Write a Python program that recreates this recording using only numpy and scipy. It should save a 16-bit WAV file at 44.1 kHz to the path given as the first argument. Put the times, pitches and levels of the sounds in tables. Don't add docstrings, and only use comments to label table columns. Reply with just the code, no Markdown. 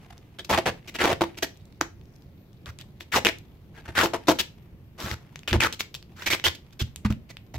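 import sys
import numpy as np
from scipy import signal
from scipy.io import wavfile
from scipy.ndimage import uniform_filter1d

SR = 44100
rng = np.random.default_rng(int(sys.argv[2]) if len(sys.argv) > 2 else 0)


def waveform_to_disk(signal):
    frames = np.transpose(np.atleast_2d(signal))
    scaled = np.clip(frames, -1, 1) * 32767
    samples = np.round(scaled).astype(np.int16)
    wavfile.write(sys.argv[1], SR, samples)


N = 334278

# (pitch [Hz], level [dB])
STAND = [(80, 8.5), (112, 5.5), (212, 6)]
# (pitch [Hz], width [Hz], level [dB])
CONE = [(345.7, 45, -1.5), (482, 250, -11.5), (641, 70, -8), (851, 94, -14)]
# (frequency [Hz], level per Hz [dB])
CRACKLE = [(1470, -28.5), (2500, -2), (3950, -3.5), (5590, -7), (7860, -14), (9250, -28), (11800, -14),
           (15900, -22)]


def gain_of(db):
    return 10 ** (np.asarray(db) / 20)


def evened(x):
    return x / np.sqrt(np.mean(x ** 2) + 1e-20)


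def read(points, hz):
    f, value = np.transpose(points)
    return np.interp(np.log(hz + 1), np.log(f + 1), value)


def along(rows):
    s, *columns = np.transpose(rows)
    return [np.interp(np.arange(N) / SR, s, column) for column in columns]


def add(mix, s, sound):
    part = mix[round(s * SR):][:len(sound)]
    part += sound[:len(part)]


def resonate(x, hz, width):
    turn = np.exp(2j * np.pi * np.cumsum(hz * np.ones(len(x))) / SR)
    r = np.exp(-np.pi * width / SR)
    return 2 * (turn * signal.lfilter([1 - r], [1, -r], x / turn)).real


def resonate_twice(x, hz, width):
    return resonate(resonate(x, hz, width), hz, width)


def coloured(x, points):
    level_db = np.maximum(read(points, abs(np.fft.fftfreq(4096, 1 / SR))), -100)
    log_gain = np.log(gain_of(level_db))
    taps = np.fft.ifft(np.exp(np.conj(signal.hilbert(log_gain)))).real[:2048]
    return signal.oaconvolve(x, taps)[:len(x)]


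def slips(per_s, spread_db):
    size_db = spread_db * np.minimum(rng.exponential(1, N), 3)
    happens = rng.random(N) < per_s / SR
    return -gain_of(size_db) * happens


def wander(samples):
    return evened(uniform_filter1d(uniform_filter1d(rng.standard_normal(N), size=samples), size=samples))


def hum():
    hum_colour = [(12, -41.5), (20, -19), (101, 3), (203, -6.5), (254, -11.5), (336, -12.5), (778, -26.5),
                  (1480, -33.5), (2310, -31.5), (8840, -51), (14200, -43), (15900, -47)]
    # (frequency [Hz], likeness [-1 to 1])
    likeness = [(60, 1), (380, 0.86), (2380, -0.19), (15000, -0.065)]
    # (time [s], pitch [Hz])
    whine_pitch = [(1.85, 13780), (1.9, 14500), (2.05, 14000), (2.6, 13850)]
    hum_db, whine_db = -49.5, -84

    frames, hz = N // 256 + 5, np.fft.rfftfreq(1024, 1 / SR)
    a, b, c, d, patches = rng.standard_normal((frames, 513, 5)).T
    patches = evened(uniform_filter1d(uniform_filter1d(patches, size=10, axis=0), size=14, axis=1))
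    same = np.clip(read(likeness, hz), -1, 1)[:, None]
    left = a + 1j * b
    right = same * left + np.sqrt(1 - same ** 2) * (c + 1j * d)
    spectra = np.array([left, right]) * gain_of(read(hum_colour, hz)[:, None] + 1.2 * patches)
    air = signal.istft(spectra, nperseg=1024, noverlap=768)[1][:, :N]

    whine = resonate_twice(rng.standard_normal(N), along(whine_pitch)[0], width=10)
    return gain_of(hum_db) * evened(air) + gain_of(whine_db) * evened(whine)


def tail(start_s):
    # (frequency [Hz], time to fall 60 dB [s])
    decays = [(200, 0.41), (600, 0.19), (2000, 0.23), (6000, .25), (12000, 0.18)]
    taps = np.zeros((2, SR // 2))
    at = np.arange(0, SR // 2 - 20, 20) + rng.integers(0, 20, (2, (SR // 2 - 1) // 20))
    np.put_along_axis(taps, at, rng.choice([-1., 1.], at.shape), 1)
    hz, t, spectra = signal.stft(taps, SR, nperseg=128)
    fading = spectra * gain_of(-60 * t / read(decays, hz)[:, None])
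    out = signal.istft(fading, SR, nperseg=128)[1]
    return np.pad(out / np.linalg.norm(out[0]), ((0, 0), (round(start_s * SR), 0)))


def scattered(near):
    # (frequency [Hz], level [dB])
    scatter_colour = [(60, -30), (400, -14), (1000, -6), (3000, -3), (10000, 0)]
    t = np.arange(600) / SR
    echoes = rng.standard_normal((2, len(t))) * gain_of(-60 * t / .007)
    echoes = echoes / np.linalg.norm(echoes, axis=1)[:, None]
    a, b = signal.oaconvolve(near[None], echoes, axes=1)[:, :N]
    turn = 2 * np.pi * 17 * np.arange(N) / SR
    return coloured(a * np.cos(turn) + b * np.sin(turn), scatter_colour)


def rubbing():
    # (time [s], level [dB], brightest pitch [Hz])
    rub_rows = [(0, -60.5, 2033), (.17, -62.5, 1760), (.25, -68, 2506), (1.3, -58.5, 2000),
                (1.95, -78, 4960), (2.17, -68, 5450), (2.27, -73, 4000), (3.7, -71, 2859),
                (3.93, -54.5, 1500), (4.6, -70, 2604), (4.92, -81.5, 997), (4.99, -63, 1210),
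                (5.22, -64.5, 1577), (5.33, -65.5, 2094), (6.03, -108, 3170), (6.1, -65, 2496),
                (7.58, -79, 1970)]
    # (frequency [Hz], level per Hz [dB])
    rub_colour = [(410, -43), (700, 0.5), (1520, -12), (5950, -22.5), (8810, -30), (12000, -24),
                  (15600, -63), (22000, -120)]
    level_db, hz = along(rub_rows)
    grit = evened(rng.standard_normal(N) * gain_of(4.7 * wander(300)))
    ticks = grit + 1.7 * evened(slips(per_s=200, spread_db=5.0))
    bright = evened(resonate_twice(ticks, hz, width=1800))
    return gain_of(level_db) * evened(evened(coloured(grit, rub_colour)) + .7 * bright)


def knocks():
    # (time [s], level [dB], share of the upper mode [dB], time to fall 60 dB [s])
    knock_rows = [(0.509, -27, -15, 0.11), (1.036, -29, 9, 0.074), (2.672, -38, -6, 0.18),
                  (3.884, -32.5, -5, 0.1), (5.039, -28.5, 1.5, 0.095), (5.116, -28, -5, 0.11),
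                  (5.519, -20.5, 1, 0.15), (5.556, -14, -2.5, 0.079), (6.816, -18, -5, 0.084),
                  (7.05, -16, 8.5, 0.08), (7.102, -15.5, 5.5, 0.067), (7.551, -33, -22, 0.23)]
    out, t = np.zeros(N), np.arange(SR // 3) / SR
    soft_start = 1 - np.exp(-t / 0.009)
    low, middle, upper = [gain_of(level_db) * np.sin(2 * np.pi * hz * t) for hz, level_db in STAND]
    for s, db, upper_db, t60 in knock_rows:
        ring = low + middle + gain_of(upper_db - 60 * t / 0.13) * upper
        add(out, s, gain_of(db - 60 * t / t60) * ring * soft_start)
    return out


def snaps():
    # (time [s], level before mixing [dB], ring pitch [Hz])
    snap_rows = [(0.1796, -33, 5000), (0.5118, -9.5, 666), (0.5761, -5.5, 1940), (0.661, -16, 1200),
                 (0.956, -13.5, 2223), (1.0406, -6.5, 830), (1.0563, -5.5, 878.6), (1.2095, -11, 891.6),
                 (1.219, -7, 1030), (1.5733, -38, 7000), (1.615, -50.5, 7040), (1.655, -39, 7000),
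                 (1.7253, -38, 3660), (1.8119, -1.5, 1350), (2.0131, -42, 2630), (2.056, -46, 5000),
                 (2.162, -40, 5640), (2.222, -42, 5100), (2.531, -41, 4960), (2.6593, -24, 3413),
                 (2.788, -23.5, 6570), (2.812, -25, 4070), (3.008, -22.5, 2000), (3.1829, -15, 710),
                 (3.2494, -3, 2190), (3.2687, 2, 2178), (3.2881, -5.5, 2061), (3.386, -30, 6000),
                 (3.802, -39.5, 2000), (4.0115, -7.5, 1250), (4.035, -11.5, 925), (4.059, -7, 1150),
                 (4.145, -34, 885), (4.282, -11, 973), (4.3979, -7.5, 4073), (5.003, -19.5, 4550),
                 (5.1138, -10.5, 2138), (5.3586, -18.5, 2425), (5.392, -25, 4860), (5.4331, -31.5, 2350),
                 (5.477, -13.5, 2640), (5.5109, -13, 2430), (5.53, -4, 2300), (5.6063, -1, 2414),
                 (5.6355, -7, 1910), (5.7265, -11.5, 4070), (5.807, -7.5, 2470), (5.9436, -21, 3300),
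                 (5.9503, -14, 3565), (6.0268, -29.5, 3225), (6.2227, -20, 1830), (6.2655, -10, 2360),
                 (6.275, -7, 2071), (6.302, -15, 2303), (6.3346, -8, 2528), (6.3474, -13, 2500),
                 (6.398, -18, 2190), (6.4404, -12.5, 3267), (6.459, -11, 3251), (6.4659, -3, 2100),
                 (6.4825, -14, 3200), (6.666, -45.5, 2210), (6.708, -42, 3000), (6.9604, -16.5, 7340),
                 (7.125, -19.5, 3000), (7.3696, -22.5, 2450), (7.466, -47, 3960)]
    out, t = np.zeros(N), np.arange(2500) / SR
    noises = rng.standard_normal((len(snap_rows), len(t)))
    tap = sum(gain_of(level - 140 * width * t) * np.sin(2 * np.pi * f * t) for f, width, level in CONE)
    for (s, db, hz), grit in zip(snap_rows, noises):
        fade = gain_of(-13. * hz * t)
        ring = -np.sin(2 * np.pi * hz * t) * fade * np.tanh(6.0 * hz * t)
        sharp = grit * gain_of(-60 * t / 0.0036)
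        fizz = uniform_filter1d(grit, size=4) * gain_of(-60 * t / 0.068)
        click = coloured(sharp + 0.12 * fizz, CRACKLE)
        add(out, s, gain_of(db) * (ring + 0.26 * click / abs(click).max() - 0.009 * tap))
    return out


def pulls():
    # (start [s], length [s], swell [s], peel level [dB], fade [dB], span pitch at start [Hz],
    # span pitch at end [Hz], cone share [dB], crackle share before a common lift [dB])
    pull_rows = [ (0.386, .03, 0.0018, -36.5, -15, 2988, 3200, -4, -21),
                 (0.445, 0.015, 0.0015, -42, -25, 4480, 4500, -5, 0),
                 (0.492, .032, .006, -29, -0.5, 800.3, 900, 2, -7.5),
                 (0.525, .047, 0.011, -16.5, -18, 1000, 762.5, -14, -38),
                 (0.576, 0.025, .002, -17.5, -15.5, 766, 620, -2.5, -28),
                 (0.656, 0.044, 0.0069, -20.5, -10, 741, 560, -12, -41),
                 (0.874, 0.024, 0.0028, -45.5, 0.5, 2290, 2120, -5, -3),
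                 (0.94, 0.028, .012, -38, -1.5, 2496, 2350, -4, -8),
                 (0.985, 0.15, 0.022, -25.5, -0.5, 2325, 560, -3.5, -26),
                 (1.208, .038, 0.0019, -26.5, -11, 694.3, 820, 1.7, -22),
                 (1.371, 0.019, .015, -40.5, -7, 2400, 2400, 1, -2.5),
                 (1.423, 0.027, .008, -28.5, -14.5, 1580, 1480, 3.5, -1),
                 (1.808, .014, 0.0046, -34.5, -9, 1501, 1520, 8.5, -7),
                 (2.658, 0.047, .003, -48, 1, 1200, 1350, -21, -11),
                 (2.787, 0.036, 0.016, -51.5, -1, 2230, 3600, -17, -9),
                 (3.0, 0.032, 0.0034, -52, -7.5, 3613, 3000, 2.5, 0.5),
                 (3.118, .073, 0.047, -19.5, -8, 3132, 600, -24, -11),
                 (3.249, 0.048, 0.0029, -23, -9, 2440, 1870, -2.7, -15),
                 (3.74, .07, 0.025, -53, -2.5, 1501, 1494, 1.5, -25),
                 (3.853, 0.016, .002, -44, -13, 1346, 1240, -12, -20),
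                 (3.877, .034, 0.0031, -42, -12, 1333, 1500, 2.5, -37),
                 (3.95, 0.082, 0.035, -20, -7, 1803, 1100, -22.5, -17),
                 (4.033, 0.039, 0.0019, -25.5, -17.5, 624.2, 800, 7.5, -4),
                 (4.133, 0.035, 0.007, -28, -12.5, 800, 980, 3.5, -19),
                 (4.271, .011, .002, -32, -15, 3633, 3770, -11, -7.5),
                 (4.282, 0.042, .002, -22, -11, 904, 1095, 9, -5),
                 (4.386, 0.031, 0.014, -25.5, -12.5, 2797, 3100, -8.5, -1),
                 (4.978, .165, 0.032, -39.5, -2, 1002, 1296, -4, -6),
                 (5.476, 0.044, .002, -28.5, -13, 2560, 2360, -11.5, -15),
                 (5.527, .039, 0.0016, -26, -11, 2317, 600, 3.5, -41),
                 (5.601, 0.071, .014, -23.5, -3, 2601, 1200, -17, -16),
                 (5.726, 0.022, .002, -42, -9.5, 4000, 3200, -9, 1),
                 (5.792, 0.029, 0.014, -36.5, -16, 2085, 2300, -18, 4.2),
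                 (5.94, 0.025, .004, -58.5, -9, 2840, 3500, -28, 14.5),
                 (6.16, 0.094, 0.066, -43, -7.5, 1264, 1920, -19, -8),
                 (6.259, 0.033, 0.011, -26.5, -10, 2127, 2150, -20, -5.5),
                 (6.302, .05, .002, -24, -4, 2155, 2150, -10, -6.5),
                 (6.44, 0.046, 0.0031, -21.5, -5.5, 2810, 3200, -14, -9),
                 (6.547, .022, 0.0049, -47.5, -27, 2955, 2995, -5.5, 1.5),
                 (6.724, .02, 0.0065, -57, -20, 2460, 2505, -10, -2),
                 (6.792, .034, 0.0083, -37, -1.5, 3400, 3000, -9.5, -3.3),
                 (7.047, .022, 0.0058, -30, -10.5, 1075, 1090, -12, -22),
                 (7.1, 0.033, 0.0029, -38.5, -23, 1005, 1190, 3.5, -8.5),
                 (7.29, 0.027, 0.017, -47.5, -9, 2137, 1910, -2, -4),
                 (7.538, 0.029, 0.0036, -42.5, -4, 644, 640, -6, -8.5), ]
    swell_db, swell_s = -13, .03
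    fade_bend = 1.015

    force, spans = np.zeros(N), []
    for start, length, swell, db, fade_db, from_hz, to_hz, *share_db in pull_rows:
        t = np.arange(0, length, 1 / SR)
        rise = swell_db * min(swell / swell_s, 1) * np.clip(1 - t / swell, 0, 1)
        fall = fade_db * np.clip((t - swell) / max(length - swell, 1 / SR), 0, 1) ** fade_bend
        add(force, start, gain_of(db + rise + fall))
        spans += [(start, 1 / from_hz, *share_db), (start + length, 1 / to_hz, *share_db)]
    swing_s, cone_db, crackle_db = along(sorted(spans))
    return force, 1 / swing_s, cone_db, crackle_db


def hollow(x):
    return sum(gain_of(db) * resonate(resonate(x, hz, width), hz, 510) for hz, width, db in CONE)


def rips():
    roll_hz = 1630
    force, span_hz, cone_db, crackle_db = pulls()
    pull = signal.lfilter([.012], [1, -.988], force)
    span_hz = uniform_filter1d(span_hz, size=200)

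    swings = np.floor(np.cumsum(span_hz * gain_of(2.5 * wander(40))) / SR)
    surges = gain_of(1.2 * wander(70))
    tugs = -np.diff(swings, prepend=0)
    coarse = evened(tugs * surges * gain_of(2.84 * rng.standard_normal(N)))
    fine = evened(slips(per_s=6000, spread_db=3.0) * (7.2 + surges))
    drive = coarse + 0.46 * fine + 0.85 * evened(slips(per_s=300, spread_db=1.0))
    drive = drive - uniform_filter1d(drive, size=300)

    span = resonate_twice(drive, span_hz, 780)
    span = span + 0.57 * resonate_twice(drive, roll_hz, 2570)
    span = span + 0.35 * resonate_twice(drive, 0.53 * span_hz, 840)
    cone = hollow(drive * pull * gain_of(cone_db)) / np.std(hollow(drive))
    crackle = evened(coloured(fine, CRACKLE)) * gain_of(crackle_db + 3.0)
    sway = resonate_twice(wander(30) * pull, STAND[0][0], 32)
    return pull * (gain_of(1.5) * evened(span) + crackle) + cone + gain_of(-2.5) * sway


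def scene():
    # (time [s], left minus right [dB])
    roll_place = [(0, -1), (2, -1), (4.4, 1.5), (5.9, -1), (6.2, -1.5), (7.58, -3.5)]
    near = rips() + gain_of(0.5) * snaps() + rubbing()
    side = scattered(near)
    place = gain_of(along(roll_place)[0] / 2)
    low = knocks()
    direct = np.array([(near + side) * place, (near - side) / place]) + low
    walls = signal.fftconvolve((near + low)[None], tail(start_s=.006), axes=1)[:, :N]
    apart = coloured(walls[0] - walls[1], [(60, -20), (500, -8), (2000, -6)])
    return direct + gain_of(-10.5) * (walls.mean(0) + [apart, -apart]) + hum()


def record(dry):
    # (frequency [Hz], left minus right [dB])
    tone_gap = [(60, -2), (600, 1), (4000, 1), (9000, 4.5), (14000, 8)]
    edge_hz = 15850
    ports = np.array([coloured(x, np.multiply(tone_gap, [1, sign / 2])) for x, sign in zip(dry, (1, -1))])
    cut = signal.firwin(511, edge_hz, window=("kaiser", 9), fs=SR)
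    return signal.oaconvolve(ports, cut[None], "same")


dry = scene()
out = record(dry)
waveform_to_disk(out)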